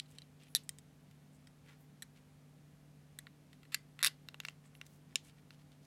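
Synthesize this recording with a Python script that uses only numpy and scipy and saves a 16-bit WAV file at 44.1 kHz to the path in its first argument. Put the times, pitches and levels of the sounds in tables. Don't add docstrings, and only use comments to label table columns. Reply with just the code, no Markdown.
import sys
import numpy as np
from scipy import signal
from scipy.fft import rfft, irfft
from scipy.io import wavfile
from scipy.ndimage import uniform_filter1d

SR = 44100
rng = np.random.default_rng(int(sys.argv[2]) if len(sys.argv) > 2 else 0)


def file_out(sig):
    cols = np.atleast_2d(sig).T
    lim = np.clip(cols, -1, 1)
    pcm = np.round(lim * 32767).astype(np.int16)
    wavfile.write(sys.argv[1], SR, pcm)


N = 258426


def from_db(db):
    return 10 ** (np.asarray(db) / 20)


def unit_energy(x):
    return x / np.sqrt(np.sum(x ** 2) + 1e-20)


def band(x, low_hz, high_hz, order=2):
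    edges_hz = [low_hz, min(high_hz, .45 * SR)]
    return signal.sosfilt(signal.butter(order, edges_hz, "band", fs=SR, output="sos"), x)


def add(out, s, sound):
    at = int(np.clip(round(s * SR), 0, N - 1))
    out[at:at + len(sound)] += sound[:N - at]


def drift(per_s):
    knots = rng.standard_normal(400)
    return np.interp(np.arange(N) / SR * per_s, np.arange(len(knots)), knots)


# pitch_hz, rms_db, waver_db
HUM = [(98, -82, 3), (147.3, -63.3, 1.0), (254, -73, 1.5), (296, -83, 3), (441, -85, 3), (668, -88, 2),
       (801, -89, 2)]


def hum():
    t = np.arange(N) / SR
    out = np.zeros(N)
    for hz, db, waver_db in HUM:
        amplitude = np.sqrt(2) * from_db(db + waver_db * drift(5.0))
        phase_waver = 0.2 * waver_db * drift(5.3)
        out += amplitude * np.sin(2 * np.pi * hz * t + phase_waver)
    return out


# frequency_hz, relative_density_db (per Hz)
AIR = [(25, -24), (45, -9), (95, -6), (135, -5.5), (185, -1), (235, -8), (285, -7.5), (340, -14.5),
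       (450, -14), (950, -21.5), (2500, -25.5), (5000, -30.5), (12000, -33.5), (16000, -44)]


def air(rms_db=-66):
    hz, db = np.transpose(AIR)
    bins_hz = np.maximum(np.fft.rfftfreq(N, 1 / SR), 1)
    shape = from_db(np.interp(np.log(bins_hz), np.log(hz), db))
    noise = irfft(rfft(rng.standard_normal(N)) * shape, N)
    return from_db(rms_db) * np.sqrt(N) * unit_energy(noise)


def room(direct, all_round, desk_db, desk_t60):
    tail_t60_s, tail_db, dull_hz = 0.17, -20, 6700
    t = np.arange(SR // 2) / SR
    near, far = rng.standard_normal((2, len(t))) * (t > .002)
    scatter = from_db(desk_db) * unit_energy(near * from_db(-60 * t / desk_t60))
    tail = from_db(tail_db) * unit_energy(far * from_db(-60 * t / tail_t60_s))
    echoes = signal.fftconvolve(direct, scatter) + signal.fftconvolve(all_round, tail)
    return band(echoes[:N], 200, dull_hz, order=1)


# from_s, to_s
REGRIPS = [(4.299, 6), (5.003, 5.7)]


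def brushes(count):
    length_s, level_db, octaves = 0.033, -72, 0.98
    centre_hz, spread_octaves = 2880, 0.76
    out = []
    for start, end in REGRIPS:
        for k in range(count):
            s = start + (end - start) * (k + rng.random()) / count
            hz = centre_hz * 2 ** (spread_octaves * (2 * rng.random() - 1))
            out.append((s, length_s, level_db, hz, octaves))
    return out


# middle_s, length_s (at half height), rms_db (before the swell), centre_hz, width_octaves
RUBS = [(0.08, 0.16, -73.5, 2750, 0.59), (0.116, 0.046, -72, 8800, 0.45), (0.425, 0.049, -66.5, 2910, 0.6),
        (0.472, 0.045, -71, 2640, 0.499), (0.51, 0.058, -75, 10600, 0.17), (1.346, 0.042, -75, 7840, 0.34),
        (1.703, 0.07, -63.5, 1820, 0.77), (1.82, 0.056, -76, 12100, 0.43),
        (2.173, 0.037, -70.5, 2480, 0.94), (3.536, 0.054, -76.5, 2725, 0.93), (4.47, 0.058, -66, 4160, 1.6),
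        (4.665, 0.045, -75, 8000, 0.2), (4.765, 0.04, -73.5, 11100, 0.084), (4.867, 0.02, -65, 5000, 1.8),
        (4.93, 0.08, -73, 7930, 2.2), (5.266, 0.05, -69, 8600, 0.42), (5.284, 0.044, -67.5, 2740, 0.97),
        (5.727, 0.021, -69, 3060, 0.9)]


def fingers(grain_db, clump_db, clumps_per_s):
    out, t = np.zeros(N), np.arange(SR // 2) / SR
    for s, length, db, hz, octaves in RUBS + brushes(count=5):
        hiss, catch, grip = rng.standard_normal((3, len(t)))
        size = int(np.clip(2 * length * SR, 64, len(t)))
        clumps = np.interp(t * clumps_per_s, np.arange(len(grip)), grip)
        grains = hiss * from_db(grain_db * catch + clump_db * np.minimum(clumps, 1.5))
        friction = band(grains, hz * 2 ** (-octaves / 2), hz * 2 ** (octaves / 2), order=1)[:size]
        add(out, s - length, from_db(db) * np.sqrt(size) * unit_energy(friction) * np.hanning(size))
    return out


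def resonate(x, hz, width_hz):
    r = np.exp(-np.pi * width_hz / SR)
    zeros = np.array([1, 0, -1]) * (1 - r * r) / 2
    return signal.lfilter(zeros, [1, -2 * r * np.cos(2 * np.pi * hz / SR), r * r], x)


def recolour(sound, energies_db, edges):
    size = len(sound)
    spectrum, hz = rfft(sound), np.fft.rfftfreq(size, 1 / SR)
    which = np.searchsorted(edges[1:-1], hz)
    energy = np.bincount(which, np.abs(spectrum) ** 2) * 2 / size
    log_gain = np.log(from_db(energies_db) / np.sqrt(energy + 1e-20))[which]
    cepstrum = irfft(uniform_filter1d(log_gain, size=25), size)
    folded = cepstrum * (1 + np.sign(np.fft.fftfreq(size)))
    return irfft(spectrum * np.exp(rfft(folded)), size)


BAND_EDGES = [1110, 2350, 6000, 9200, 13800]


def contacts(rows, body, chatter_db, crack_db, vary_db, detune=0.0053, edges=BAND_EDGES):
    hump_hz, hump_width_hz, hump_low_db = 3235, 2600, 4.5
    out, t = np.zeros((2, N)), np.arange(SR // 20) / SR
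    for s, level_db, low_db, bright_db, top_db, t60 in rows:
        grit = rng.standard_normal(len(t))
        force = grit * np.abs(grit) * from_db(chatter_db - 60 * t / max(t60, 1 / SR))
        force[0] = 1
        sound = from_db(crack_db) * unit_energy(force)
        for (hz, width_hz, db), (strength, shift) in zip(body, rng.standard_normal((len(body), 2))):
            ring = unit_energy(resonate(force, hz * (1 + detune * shift), width_hz))
            sound = sound + from_db(db + vary_db * strength) * ring
        blurred = resonate(force, hump_hz, hump_width_hz)
        for path, wave, extra_low_db in zip(out, (sound, blurred), (0, hump_low_db)):
            wave = band(wave, edges[0], edges[-1], order=4)
            energies_db = level_db + np.array([low_db + extra_low_db, 0, bright_db, top_db])
            add(path, s, recolour(wave, energies_db, edges))
    return out


def touches(rows, low_db, bright_db, top_db, t60):
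    thinning = 0.4
    doubling_db = 15.5
    out = []
    for s, db, hard_db in rows:
        chatter_s = t60 * 2 ** (-db / doubling_db)
        out.append((s, db, low_db - thinning * hard_db, bright_db + hard_db, top_db + hard_db, chatter_s))
    return out


def bouncing(rows, gap_s, loss_db, count):
    out = []
    for s, db, hard_db in rows:
        for n in range(1, 2 + count):
            out.append((s, db - loss_db * np.log2(n), hard_db))
            s = s + gap_s / n
    return out


def hand_thud(rows, thud_db, t60):
    out, t = np.zeros(N), np.arange(SR // 10) / SR
    for s, level_db, *colour in rows:
        knock = band(rng.standard_normal(len(t)) * from_db(-60 * t / t60), 390, 1050)
        add(out, s, from_db(level_db + thud_db) * unit_energy(knock))
    return out


# pitch_hz, relative_level_db, t60_s
CLIP_MODES = [(3520, -39, .055), (3860, -44, .04), (4030, -53, .15), (7897, -61, .1), (9620, -62, .1),
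              (10660, -57, .1)]


def clip_ring(rows, ring_db):
    out, t = np.zeros(N), np.arange(SR // 4) / SR
    ring = sum(from_db(db - 60 * t / t60) * np.sin(2 * np.pi * hz * t) for hz, db, t60 in CLIP_MODES)
    for s, level_db, *colour in rows:
        add(out, s, from_db(level_db + ring_db) * ring)
    return out


# start_s, level_db, hardness_db
UNCAP_TICKS = [(0.0, -16, 1), (0.0595, -45, -2), (0.0905, -52, -6), (0.1515, -53, 15), (0.1853, -25.5, 1),
               (0.2194, -32, -3)]
# pitch_hz, width_hz, energy_db
LIFTED_CAP = [(2040, 340, 8), (3030, 330, -0.5), (3880, 220, 4), (6300, 580, -1), (7750, 390, 8),
              (8900, 320, 2), (10400, 540, -18), (14300, 600, -8)]


def uncapping():
    ticks = touches(UNCAP_TICKS, low_db=-15, bright_db=-10.5, top_db=-15, t60=0.0035)
    return contacts(ticks, LIFTED_CAP, chatter_db=-23, crack_db=-15, vary_db=2)


CLIP_SNAP = [(5.1573, -5, -0.5)]
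# pitch_hz, width_hz, energy_db
PINCHED_CAP = [(1240, 260, -14), (1750, 100, -7), (2380, 250, -4), (2790, 300, -3.5), (3740, 360, -3.5),
               (4500, 380, -21), (5300, 290, -7), (7160, 510, 3.5), (7870, 250, -9), (9650, 270, 3.5),
               (11600, 280, -4), (12800, 670, -13)]


def clip_snap():
    release = touches(CLIP_SNAP, low_db=-17.5, bright_db=-4.5, top_db=-12.0, t60=0.0023)
    snap = contacts(release, PINCHED_CAP, chatter_db=-20.0, crack_db=-23, vary_db=-1.0)
    return snap + hand_thud(release, thud_db=-27.5, t60=0.0073)


# start_s, level_db, hardness_db
TIP_TAPS = [(0.4346, -47, 8), (0.6355, -56, 19), (0.6922, -21.5, 11), (0.7858, -37, 9.5),
            (1.4718, -38, -1.5)]
# pitch_hz, width_hz, energy_db
METAL_TIP = [(1980, 200, 0), (3270, 170, -13), (3750, 230, -9), (5140, 550, -10.5), (5900, 420, -13),
             (6800, 310, -11), (7930, 350, 2), (8900, 500, 2.5), (10800, 280, -4), (12500, 600, -12),
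             (14100, 600, -2), (14700, 550, -8)]


def tip_taps():
    pings = touches(TIP_TAPS, low_db=-3.0, bright_db=-5.5, top_db=-11, t60=0.0048)
    return contacts(pings, METAL_TIP, chatter_db=-23, crack_db=-15, vary_db=2)


# start_s, level_db, hardness_db
RIM_TAPS = [(2.0226, -26.5, 4.5), (2.0269, -30, 4.5), (2.0313, -40, 3), (3.1886, -26, 5.5)]
# pitch_hz, width_hz, energy_db
CAP_MOUTH = [(1780, 130, -1.5), (1950, 110, -2), (3490, 530, -9), (3950, 190, -3), (7830, 350, 1),
             (7960, 400, 5), (9500, 400, -9), (11200, 400, 5), (11900, 610, -3), (14000, 880, -5)]


def rim_taps():
    grazes = touches(RIM_TAPS, low_db=0.5, bright_db=-4.0, top_db=-6.0, t60=0.0044)
    return contacts(grazes, CAP_MOUTH, chatter_db=-23, crack_db=-24, vary_db=2)


# start_s, length_s, level_db (typical skid), hardness_db
SLIDES = [(3.72, 0.021, -37, 1.5), (4.002, 0.017, -38, -4)]


def skids(spread_db, count):
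    out = []
    for start, length, db, hard_db in SLIDES:
        for k in range(count):
            s = start + length * (k + rng.random() / 2) / count
            out.append((s, db + spread_db * rng.standard_normal(), hard_db))
    return out


# start_s, level_db, hardness_db
NUDGES = [(1.1114, -46.5, 5), (3.2691, -32.5, -9), (3.5305, -39.5, 0.5), (3.632, -40.5, -2),
          (3.6527, -43.5, -3), (3.9914, -27.5, -2.5)]
# pitch_hz, width_hz, energy_db
CAP_WALL = [(1370, 300, -8), (2016, 190, 1), (2650, 350, 2.5), (3480, 450, -2), (4100, 260, -5.5),
            (7360, 900, -3.5), (11100, 1200, -6.5)]
RESIN_EDGES = [1000, 2350, 4600, 9200, 13800]


def wall_scrapes():
    rows = NUDGES + skids(spread_db=2.0, count=10)
    scrapes = touches(rows, low_db=-0.5, bright_db=-7.5, top_db=-11, t60=0.003)
    return contacts(scrapes, CAP_WALL, chatter_db=-19, crack_db=-22, vary_db=2, detune=0.012,
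                    edges=RESIN_EDGES)


# start_s, level_db, hardness_db
CAP_TAPS = [(0.5502, -3, 0.5)]
# pitch_hz, width_hz, energy_db
OPEN_CAP = [(1806, 130, 10), (2300, 80, -13), (3700, 220, 5), (3935, 220, 3.5), (4560, 510, -14),
            (5660, 380, -2.5), (6640, 350, -12), (7700, 350, -2), (9470, 350, 1.5), (10300, 400, 4),
            (11400, 390, -19), (14600, 1100, -11.5)]


def cap_taps():
    bounces = bouncing(CAP_TAPS, gap_s=.0082, loss_db=7.5, count=5)
    taps = touches(bounces, low_db=-17.5, bright_db=-7.5, top_db=-4.0, t60=0.0023)
    knocks = contacts(taps, OPEN_CAP, chatter_db=-20, crack_db=-18.0, vary_db=4.5)
    return knocks + clip_ring(taps, ring_db=-3)


# start_s, level_db, hardness_db
GRIP_KNOCKS = [(3.7445, -10, -1)]
# pitch_hz, width_hz, energy_db
CAP_ON_GRIP = [(1760, 160, 5.5), (2090, 330, 5), (2630, 260, 1), (4010, 240, 4.5), (4650, 500, -12),
               (5600, 560, -7), (7280, 470, 2), (10700, 550, 0), (11400, 500, 2), (15000, 800, -13)]


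def grip_knocks():
    bounces = bouncing(GRIP_KNOCKS, gap_s=.0023, loss_db=2.0, count=1)
    landing = touches(bounces, low_db=-4.5, bright_db=-4.0, top_db=-4.0, t60=0.0034)
    return contacts(landing, CAP_ON_GRIP, chatter_db=-14.0, crack_db=0.0, vary_db=-0.5)


# start_s, level_db, low_band_db, bright_band_db, top_band_db, knock_hz, thud_db
TWIST_TICKS = [(4.287, -22.5, -8, -15, -14.5, 3600, -22), (4.344, -27.5, -4, -16, -18, 2800, -9.5),
               (4.4021, -18.5, -8, -9.5, -13.5, 3400, -17.5), (4.4356, -41, 2, -12, -16, 2400, -15),
               (4.4504, -21, 2, -12, -16, 2340, -26), (4.4527, -23.5, -5, -19, -14, 4080, -17),
               (4.4852, -18.5, -6, -11, -31, 2780, -19.5), (4.497, -40, -6, -8, -9, 2900, -20),
               (4.7516, -37.5, -3.5, -16, -15, 3050, -10), (4.8141, -24, -2.5, -15.5, -20, 2720, -16),
               (5.5065, -33, -3.5, -19, -17, 3800, -20)]
# pitch_hz, width_hz, energy_db
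CLOSED_PEN = [(1066, 550, -14), (1550, 740, -3), (2150, 470, -1.5), (2785, 170, 6.5), (3643, 450, 1.5),
              (4100, 410, -21), (5530, 1000, -7), (6400, 1100, 2), (7700, 360, -4), (11600, 1300, 5),
              (14000, 1200, -15)]


def twisting():
    tick_t60_s, knock_width_hz, knock_db = 0.005, 380, 7
    out = 0
    for s, level_db, low_db, bright_db, top_db, knock_hz, thud_db in TWIST_TICKS:
        tick = [(s, level_db, low_db, bright_db, top_db, tick_t60_s)]
        body = CLOSED_PEN + [(knock_hz, knock_width_hz, knock_db)]
        out = out + contacts(tick, body, chatter_db=-18, crack_db=-15, vary_db=1.5)
        out = out + hand_thud(tick, thud_db, t60=0.00062)
    return out


# start_s, level_db, low_band_db, bright_band_db, top_band_db, chatter_t60_s
SLIPS = [(4.0288, -8, -3, -5.5, -2, 0.0042), (4.0338, -9, -15, -11, -2.5, 0.0054),
         (4.0368, -18, -11.5, -10.5, -15, 0.012), (4.0403, -10.5, -3.5, -16, -7.5, 0.0058),
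         (4.0446, -18, -2.5, -7, -0.5, 0.01), (4.0466, -5, -2.5, -5.5, 0, 0.0045),
         (4.0536, -9.5, -7.5, -10.5, -5, 0.0098), (4.0614, -10, -3, -3, -4, 0.016),
         (4.0659, -8.5, -12, -5.5, -1, 0.0085), (4.0704, -4.5, -16, -15, -8, 0.029),
         (4.0808, -25, 1, 1, -6.5, 0.013)]
# pitch_hz, width_hz, energy_db
SEATED_CAP = [(1230, 179, -6.5), (1740, 240, 0.5), (2068, 380, 1), (2518, 260, -1), (3660, 420, 6.5),
              (4700, 430, -1), (5450, 600, -4), (6720, 600, -9), (8000, 540, -4), (9600, 460, -2.5),
              (10540, 480, 3), (12400, 820, -7), (14780, 1000, -7.5)]


def seating():
    slips = contacts(SLIPS, SEATED_CAP, chatter_db=-18, crack_db=-3, vary_db=3, detune=0.018)
    return slips + clip_ring(SLIPS, ring_db=-16) + hand_thud(SLIPS, thud_db=-24, t60=0.0048)


def scene():
    skin = fingers(grain_db=7.5, clump_db=4.5, clumps_per_s=380)
    light = uncapping() + clip_snap() + tip_taps() + rim_taps() + wall_scrapes()
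    strong = cap_taps() + grip_knocks() + twisting() + seating()
    direct, all_round = skin + light + strong
    echoes = room(direct, all_round, desk_db=-12.5, desk_t60=0.022)
    return (direct + echoes + hum() + air())[None]


def record(dry):
    return signal.sosfilt(signal.ellip(10, .1, 80, 16400, fs=SR, output="sos"), dry)


dry = scene()
out = record(dry)
file_out(out)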